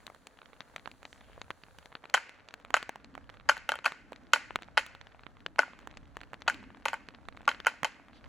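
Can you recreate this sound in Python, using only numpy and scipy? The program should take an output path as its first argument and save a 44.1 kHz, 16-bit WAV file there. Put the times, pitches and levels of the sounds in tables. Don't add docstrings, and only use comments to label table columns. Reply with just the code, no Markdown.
import sys
import numpy as np
from scipy import signal
from scipy.fft import rfft, irfft, next_fast_len
from scipy.io import wavfile
from scipy.ndimage import uniform_filter1d

SR = 44100
rng = np.random.default_rng(int(sys.argv[2]) if len(sys.argv) > 2 else 0)


def int16_out(signal):
    q = np.round(np.clip(np.atleast_2d(signal).T, -1, 1) * 32767)
    wavfile.write(sys.argv[1], SR, q.astype(np.int16))


N = 365456
TIME_S = np.arange(N) / SR


def undb(db):
    return 10 ** (np.asarray(db) / 20)


def unit(x):
    return x / np.sqrt(np.mean(x ** 2))


def shape(x, points):
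    hz, db = np.transpose(points)
    size = next_fast_len(x.shape[-1], True)
    log_f = np.log(np.fft.rfftfreq(size, 1 / SR) + 1)
    outside = np.maximum(np.log(hz[0]) - log_f, 0) + np.maximum(log_f - np.log(hz[-1]), 0)
    gain_db = np.interp(log_f, np.log(hz), db) - 40 * outside
    return irfft(rfft(x, size) * undb(gain_db), size)[..., :x.shape[-1]]


def noise_pair(correlation):
    mid, side = rng.standard_normal((2, N)) * np.sqrt([[1 + correlation], [1 - correlation]])
    return np.array([mid + side, mid - side])


def flicker(x, level_db, rate_hz, depth_db):
    hold = int(SR / rate_hz)
    steps = np.repeat(rng.standard_normal(N // hold + 1), hold)
    wander = 1.4 * uniform_filter1d(uniform_filter1d(steps, hold), hold)[:N]
    return unit(x) * undb(level_db + depth_db * wander)


def add(out, start_s, sound):
    i = int(start_s * SR)
    out[:, i:i + sound.shape[1]] += sound[:, :N - i]


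# time_s, rumble_db, leaves_db
GUST_LEVELS = [(0, -66, -70.5), (.9, -67, -68.5), (1.35, -60.5, -71), (2.1, -67.5, -72), (2.6, -66, -70.5),
               (3.299, -58.5, -60), (3.6, -61, -71), (4.15, -61.5, -63), (5.2, -60, -71),
               (5.701, -60.5, -60), (6.25, -58.5, -67), (6.55, -55.5, -55.5), (7.1, -60.5, -66),
               (7.7, -61.5, -63), (8.05, -63.5, -65), (8.29, -51.5, -61)]

def wind():
    time_s, rumble_db, leaves_db = np.transpose(GUST_LEVELS)
    rumble = shape(noise_pair(-0.25), [(25, -0.5), (65, 4.5), (170, -5)])
    leaves = shape(noise_pair(0.85), [(200, 0.5), (280, 4.5), (360, -8.5)]) * undb([[-1], [1]])
    return (flicker(rumble, np.interp(TIME_S, time_s, rumble_db), rate_hz=9, depth_db=2)
            + flicker(leaves, np.interp(TIME_S, time_s, leaves_db), rate_hz=10, depth_db=2))


# frequency_hz, gain_db
PATTER_SPECTRUM = [(450, 2.5), (600, 2), (1000, -2.5), (1600, -2), (2500, -13), (3700, -17), (5000, -21),
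                   (7000, -25.5), (9500, -34), (14000, -42)]

def far_rain():
    spikes = noise_pair(0.7) * undb(7.5 * rng.standard_normal(N))
    return flicker(shape(spikes, PATTER_SPECTRUM), level_db=-64.5, rate_hz=25, depth_db=1.2)


# frequency_hz, gain_db
CLOTH_SPECTRUM = [(3000, -8.5), (4300, -3), (5200, -13), (6900, -5), (8500, -13), (9900, -6.5),
                  (12500, -19.5), (14500, -14.5), (16500, -21.5)]

def cloth():
    level_db = np.interp(TIME_S, [1.85, 2.15], [-75.5, -87.5])
    return flicker(shape(noise_pair(0.35), CLOTH_SPECTRUM), level_db, rate_hz=5, depth_db=1)


# peak_s, rise_s, band_hz, level_db
SOFT_SWISHES = [(1.12, 0.13, 6960, -71), (1.3, 0.18, 3000, -69), (8.163, 0.056, 3900, -65)]

def swishes():
    out = np.zeros((2, N))
    for peak_s, rise_s, hz, db in SOFT_SWISHES:
        t = np.arange(int(2 * rise_s * SR)) / SR
        noise = rng.standard_normal((2, len(t))) + 1.9 * rng.standard_normal(len(t))
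        band = unit(shape(noise, [(hz / 1.4, 0), (hz * 1.08, 0)]))
        add(out, peak_s - rise_s, undb(db) * band * np.sin(np.pi * t / (2 * rise_s)) ** 2)
    return out


def drop(hz, splash_db, noise):
    t = np.arange(len(noise)) / SR
    phase = 2 * np.pi * hz * t
    envelope = np.exp(-t * hz / 0.8) * (1 - np.exp(-(3.5 * t * hz) ** 2))
    second = undb(-3) * np.sin(1.815 * phase + 3 * noise[0])
    third = undb(-8) * np.sin(3.01 * phase + 3 * noise[1])
    ring = envelope * (np.sin(phase) + second + third)
    thud = np.exp(-t / 0.00041) * np.sin(0.52 * phase)
    span = int(SR / hz / 5)
    dull_noise = uniform_filter1d(uniform_filter1d(noise, span), span) * np.sqrt(span)
    rattle = dull_noise * np.exp(-t / 0.0029) * np.minimum(t * hz, 1)
    tick = np.diff(noise, prepend=0) * np.exp(-t / 0.0012)
    sound = ring + undb(-10) * thud + undb(-16) * rattle + undb(splash_db) * tick
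    return sound / np.abs(sound).max()


# frequency_hz, gain_db
DROP_SPECTRUM = [(130, 2.5), (300, 2), (500, 2.5), (4300, 0), (5100, -7), (6900, -4.5), (8600, -12.5),
                 (10000, -20.5), (13000, -26), (16000, -21.5)]
# start_s, peak_db, pitch_hz, splash_re_ring_db, left_minus_right_db
NEAR_DROPS = [(0.067, -22, 2260, 1, 7), (0.1, -31.5, 700, -8, 3), (0.147, -33.5, 1120, -5.5, -7.5),
              (0.27, -25, 2550, -1.5, 2), (0.389, -40, 1530, -30, 5), (0.417, -38, 1280, -28, -4),
              (0.458, -39, 1750, -28, -9), (0.532, -40, 1190, -23, -9), (0.565, -49, 1510, -31, 1),
              (0.606, -25, 1850, -40, 4.5), (0.617, -41, 1460, -32, 7), (0.762, -18.5, 1980, -12, 2),
              (0.781, -35.5, 1330, -22, 3), (0.796, -37.5, 2020, -23, 4), (0.858, -30.5, 1370, -33, -8),
              (0.875, -27.5, 930, -14.5, -10.5), (0.915, -30.5, 2320, -6, 3), (1.03, -31, 1330, -8, -7.5),
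              (1.053, -28, 2150, -32, 3.5), (1.129, -28.5, 1870, -11, -4.5), (1.378, -37, 576, -27, 1),
              (1.416, -25, 2200, -38, 3), (1.505, -20.5, 1090, -15, 3.5), (1.511, -31.5, 1590, -23, -9),
              (1.636, -37, 1550, -27, -3), (1.786, -27, 1560, -6, -3.5), (1.858, -30.5, 2000, -10, 5),
              (1.926, -37.5, 1170, -34, -2), (1.953, -23.5, 1454, -46, 4.5), (2.041, -34.5, 1010, -21, -9),
              (2.055, -30, 1320, -15, 4.5), (2.099, -28, 2460, -6, 4), (2.294, -30.5, 1940, -6, 4),
              (2.487, -31.5, 2600, -40, -5), (2.54, -21, 1470, -5, 3), (2.649, -30, 1260, -12, -4),
              (2.705, -26, 1010, -8.5, -8), (2.828, -19, 1590, -7, 3), (2.893, -18, 860, -6.5, 3),
              (2.958, -24, 906, -10.5, -3.5), (3.045, -35.5, 2400, -31, 3), (3.152, -28, 1048, -10, -5.5),
              (3.178, -33, 740, -17, -16), (3.293, -37, 1360, -22, -9), (3.299, -32.5, 1750, -16, -4.5),
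              (3.341, -38, 1050, -13, -5), (3.371, -40.5, 1430, -29, -4), (3.578, -24.5, 1540, 0, 0),
              (3.789, -29.5, 1330, -15, 5), (3.921, -21, 1230, -9, 0), (4.121, -29.5, 525, -9.5, -7),
              (4.131, -30, 1320, -11, 7), (4.161, -37, 2170, -32.5, 6), (4.507, -27, 950, -32, 6),
              (4.558, -9.5, 1240, -11, 3), (4.589, -36.5, 990, -21, -6), (4.622, -29.5, 1330, -10, 4.5),
              (4.632, -32, 2100, -34, -4), (4.685, -40.5, 780, -37, -8), (4.864, -15.5, 1410, 2.5, 0.5),
              (4.95, -33, 1400, -17, -3), (5.013, -30.5, 1930, -24, -8.5), (5.07, -36.5, 1630, -22, 3),
              (5.235, -37, 1380, -29.5, 4), (5.266, -34.5, 1196, -29, -14), (5.405, -42, 1860, -14, 5),
              (5.463, -17, 1670, -17.5, 4), (5.56, -33.5, 1410, -13, -8), (5.68, -38, 716, -19, -.5),
              (5.734, -38, 1100, -30, -7), (5.79, -31, 1230, -1.5, -3), (5.873, -25, 970, -3.5, -8),
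              (5.972, -29.5, 2570, -25, 4.5), (6.169, -22.5, 975, -6, 4), (6.206, -38, 2000, -19, -4),
              (6.214, -32.5, 1460, -14, -6), (6.234, -32.5, 1430, -13, -10), (6.333, -25.5, 920, -12, -7),
              (6.342, -28, 1520, -14.5, 4.5), (6.406, -40, 1260, 1, -5), (6.42, -27, 1900, -20, 4),
              (6.544, -25, 2470, -8, 5), (6.771, -41, 910, -27, -2), (7.087, -30.5, 1600, -18.5, -4.5),
              (7.148, -36.5, 1670, -46, 2), (7.286, -26.5, 1176, -13, -8.5), (7.325, -45, 1390, -34, -5),
              (7.368, -40.5, 2840, -17, 7), (7.454, -40.5, 2300, -24, 1), (7.547, -32, 1500, -22, 5),
              (7.602, -25.5, 1670, -17, 7.5), (7.648, -29, 1700, -26, -6), (7.832, -12.5, 1060, -7.5, -7.5),
              (7.998, -42, 816, -32, -3.5), (8.084, -39.5, 1120, -11, 3), (8.132, -41, 1440, -21, -1),
              (8.242, -38.5, 1580, -25, -4)]

def near_rain(small_drops=420):
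    out, sides = np.zeros((2, N)), np.array([[0.5], [-0.5]])
    for start_s, db, hz, splash_db, pan_db in NEAR_DROPS:
        add(out, start_s, undb(db + sides * pan_db) * drop(hz, splash_db, rng.standard_normal(600)))
    for noise in rng.standard_normal((small_drops, 400)):
        splash, pitch, size, pan = noise[-4:]
        db = -57 + 7.5 * abs(size) + sides * 4 * pan
        sound = drop(1300 * np.exp(0.43 * pitch), -23 + 9 * splash, noise)
        add(out, rng.random() * N / SR, undb(db) * sound)
    return shape(out, DROP_SPECTRUM)


# band_hz, t60_s, level_re_contact_db
TAIL_BANDS = [(640, 0.28, -24.5), (950, 0.35, -24.5), (1470, 0.56, -32), (2100, 0.63, -19),
              (2860, 0.15, -19), (4400, 0.5, -12.5), (6500, 0.4, -11.5), (9500, 0.14, -12.5),
              (13480, .15, -20)]

def brush_echoes(rise_s=0.0017, early_s=0.0085, early_db=12, colour_share=0.72):
    start_s, family_db = contacts()
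    tail, early = 0, undb(2 * early_db)
    for hz, t60_s, db in TAIL_BANDS:
        power = np.zeros(N)
        power[(start_s * SR).astype(int)] = undb(2 * family_db[:, np.searchsorted(FAMILY_EDGES, hz)])
        decay = lambda tau_s: signal.lfilter([1], [1, -np.exp(-1 / (tau_s * SR))], power)
        build_up = (1 + early) * decay(min(rise_s, 0.8 * early_s, t60_s / 15))
        energy = decay(t60_s / np.log(1e6)) + early * decay(early_s) - build_up
        band = unit(shape(noise_pair(0.77), [(hz / np.sqrt(1.5), 0), (hz * np.sqrt(1.5), 0)]))
        tail += undb(db) * band * np.sqrt(np.maximum(energy, 0))
    f = np.geomspace(200, SR / 2, num=400)
    resonances = sum(undb(2 * db) / (1 + (2 * (f - hz) / width) ** 2) for hz, width, db in BONE_MODES)
    return shape(tail, np.transpose([f, colour_share * 10 * np.log10(resonances)]))


# start_s, beam_db, main_ring_db, tines_db
TINE_CONTACTS = [(2.1408, -35.5, -22, -18.5), (2.1441, -26, -15.5, -28), (2.148, -24, -22, -23),
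                 (2.1713, -43, -30, -43), (2.1768, -45, -26.5, -43), (2.7413, -30.5, -13.5, -20),
                 (2.7453, -34, -18.5, -51), (2.767, -49, -27, -31.5), (2.7707, -35, -27, -32),
                 (3.4897, -26, -38, -19), (3.4934, -21, -14.5, -27.5), (3.496, -29, -20, -22),
                 (3.5155, -39, -27, -51), (3.568, -45, -38, -40.5), (3.691, -29, -22.5, -25.5),
                 (3.7192, -33.5, -23.5, -32.5), (3.739, -44, -32.5, -50), (3.7554, -45, -44, -37),
                 (3.8427, -55, -50, -40), (3.8458, -39.5, -37, -35.5), (3.8556, -36, -38, -28),
                 (3.86, -28, -18, -22.5), (3.8657, -28.5, -23, -38), (3.8787, -45, -32, -43),
                 (4.3336, -42, -49, -21), (4.3346, -21, -13, -17), (4.3603, -31.5, -27, -34),
                 (4.7728, -31, -23.5, -28), (4.7767, -25, -14.5, -20), (4.782, -34, -30.5, -26.5),
                 (4.7935, -51, -44.5, -34), (5.585, -29, -48, -37), (5.591, -23.5, -13.5, -21.5),
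                 (5.6206, -58, -33, -40), (5.6317, -38.5, -29, -50), (6.4776, -28, -42, -31),
                 (6.4794, -37, -22.5, -23.5), (6.482, -24, -28.5, -26.5), (6.4983, -40, -23, -28.5),
                 (6.8545, -34, -45, -27.5), (6.858, -24, -29, -29), (6.8832, -34.5, -35, -27.5),
                 (6.932, -28, -30, -39.5), (6.9404, -35.5, -34, -35), (7.4771, -23.5, -25, -38),
                 (7.4781, -26, -24, -27), (7.4815, -22.5, -20, -55), (7.4901, -36, -29, -26),
                 (7.5144, -48, -33, -35.5), (7.66, -50, -33.5, -39), (7.668, -25, -15.5, -22.5),
                 (7.673, -31, -40, -35), (7.6816, -43, -30, -35), (7.8456, -29, -27, -24),
                 (7.8512, -29.5, -50, -30)]

def contacts(hard_db=-18.5):
    start_s, beam_db, ring_db, tines_db = np.transpose(TINE_CONTACTS)
    surface_db = tines_db - 7.5 + 0.35 * (tines_db - hard_db)
    return start_s, np.column_stack([beam_db, ring_db, tines_db, surface_db])


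FAMILY_EDGES = [1200, 1700, 3600]
FAMILY_PAN = [0.047, 1.1, 1.5, -0.31]
# frequency_hz, bandwidth_hz, relative_db
BONE_MODES = [(264, 28, 11.5), (581, 60, -7), (780, 71, -24.5), (901, 69, 1.5), (1120, 120, -5.5),
              (1330, 44, -23.5), (1460, 67, 4), (1534, 64, -6), (1850, 110, -12.5), (2080, 180, -7.5),
              (2543, 170, -10.5), (2840, 160, -14.5), (3084, 70, -8), (3960, 33, -15), (4404, 150, -15),
              (5080, 570, -22), (5920, 460, -30), (6670, 330, -20), (6980, 170, -18.5), (7660, 770, -32),
              (9810, 380, -26), (11500, 1000, -43.5), (13600, 1500, -50.5)]

def antlers(scatter_db=4, detune=0.017, spread_db=2.5, grit_db=-10, grit_s=0.00059):
    out, t = np.zeros((2, N)), np.arange(2000) / SR
    hz, width, db = np.transpose(BONE_MODES)
    in_family = np.searchsorted(FAMILY_EDGES, hz) == np.arange(4)[:, None]
    variations = rng.standard_normal((len(TINE_CONTACTS), 4, len(hz)))
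    roughness = rng.standard_normal((len(TINE_CONTACTS), 130))
    radiation = signal.butter(6, 513, "high", fs=SR, output="sos")
    for start_s, family_db, variation, grit in zip(*contacts(), variations, roughness):
        polarity, strength, tuning, direction = variation
        sign = np.where(in_family[1], 1, np.sign(polarity))
        amplitude = sign * width * undb(db + scatter_db * strength)
        envelopes = amplitude[:, None] * np.exp(-np.pi * np.outer(width, t))
        modes = envelopes * np.sin(2 * np.pi * np.outer(hz * (1 + detune * tuning), t))
        pan_db = (FAMILY_PAN @ in_family + spread_db * direction) / 2
        families = (in_family[:, None] * undb([pan_db, -pan_db])) @ modes
        force = undb(grit_db) * grit * np.exp(-t[:len(grit)] / grit_s)
        force[0] = 1
        families = signal.sosfilt(radiation, signal.lfilter(force, [1], families))
        onset_rms = np.std(families[:, :, :int(0.003 * SR)], axis=(1, 2))
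        add(out, start_s, np.tensordot(undb(family_db) / onset_rms, families, 1))
    return out


def scene():
    return antlers() + brush_echoes() + near_rain() + wind() + far_rain() + cloth() + swishes()


# centre_hz, bandwidth_hz, depth_ratio
PORT_REFLECTIONS = [(5480, 200, 0.2), (4884, 380, 2.3)]

def record(dry, cutoff_hz=16300):
    ports = []
    for x, (hz, width, depth) in zip(dry, PORT_REFLECTIONS):
        b, a = signal.iirpeak(hz, hz / width, fs=SR)
        ports.append(x - depth * signal.lfilter(b, a, x))
    return signal.sosfilt(signal.ellip(10, 0.2, 70, cutoff_hz, fs=SR, output="sos"), np.array(ports))


dry = scene()
out = record(dry)
int16_out(out)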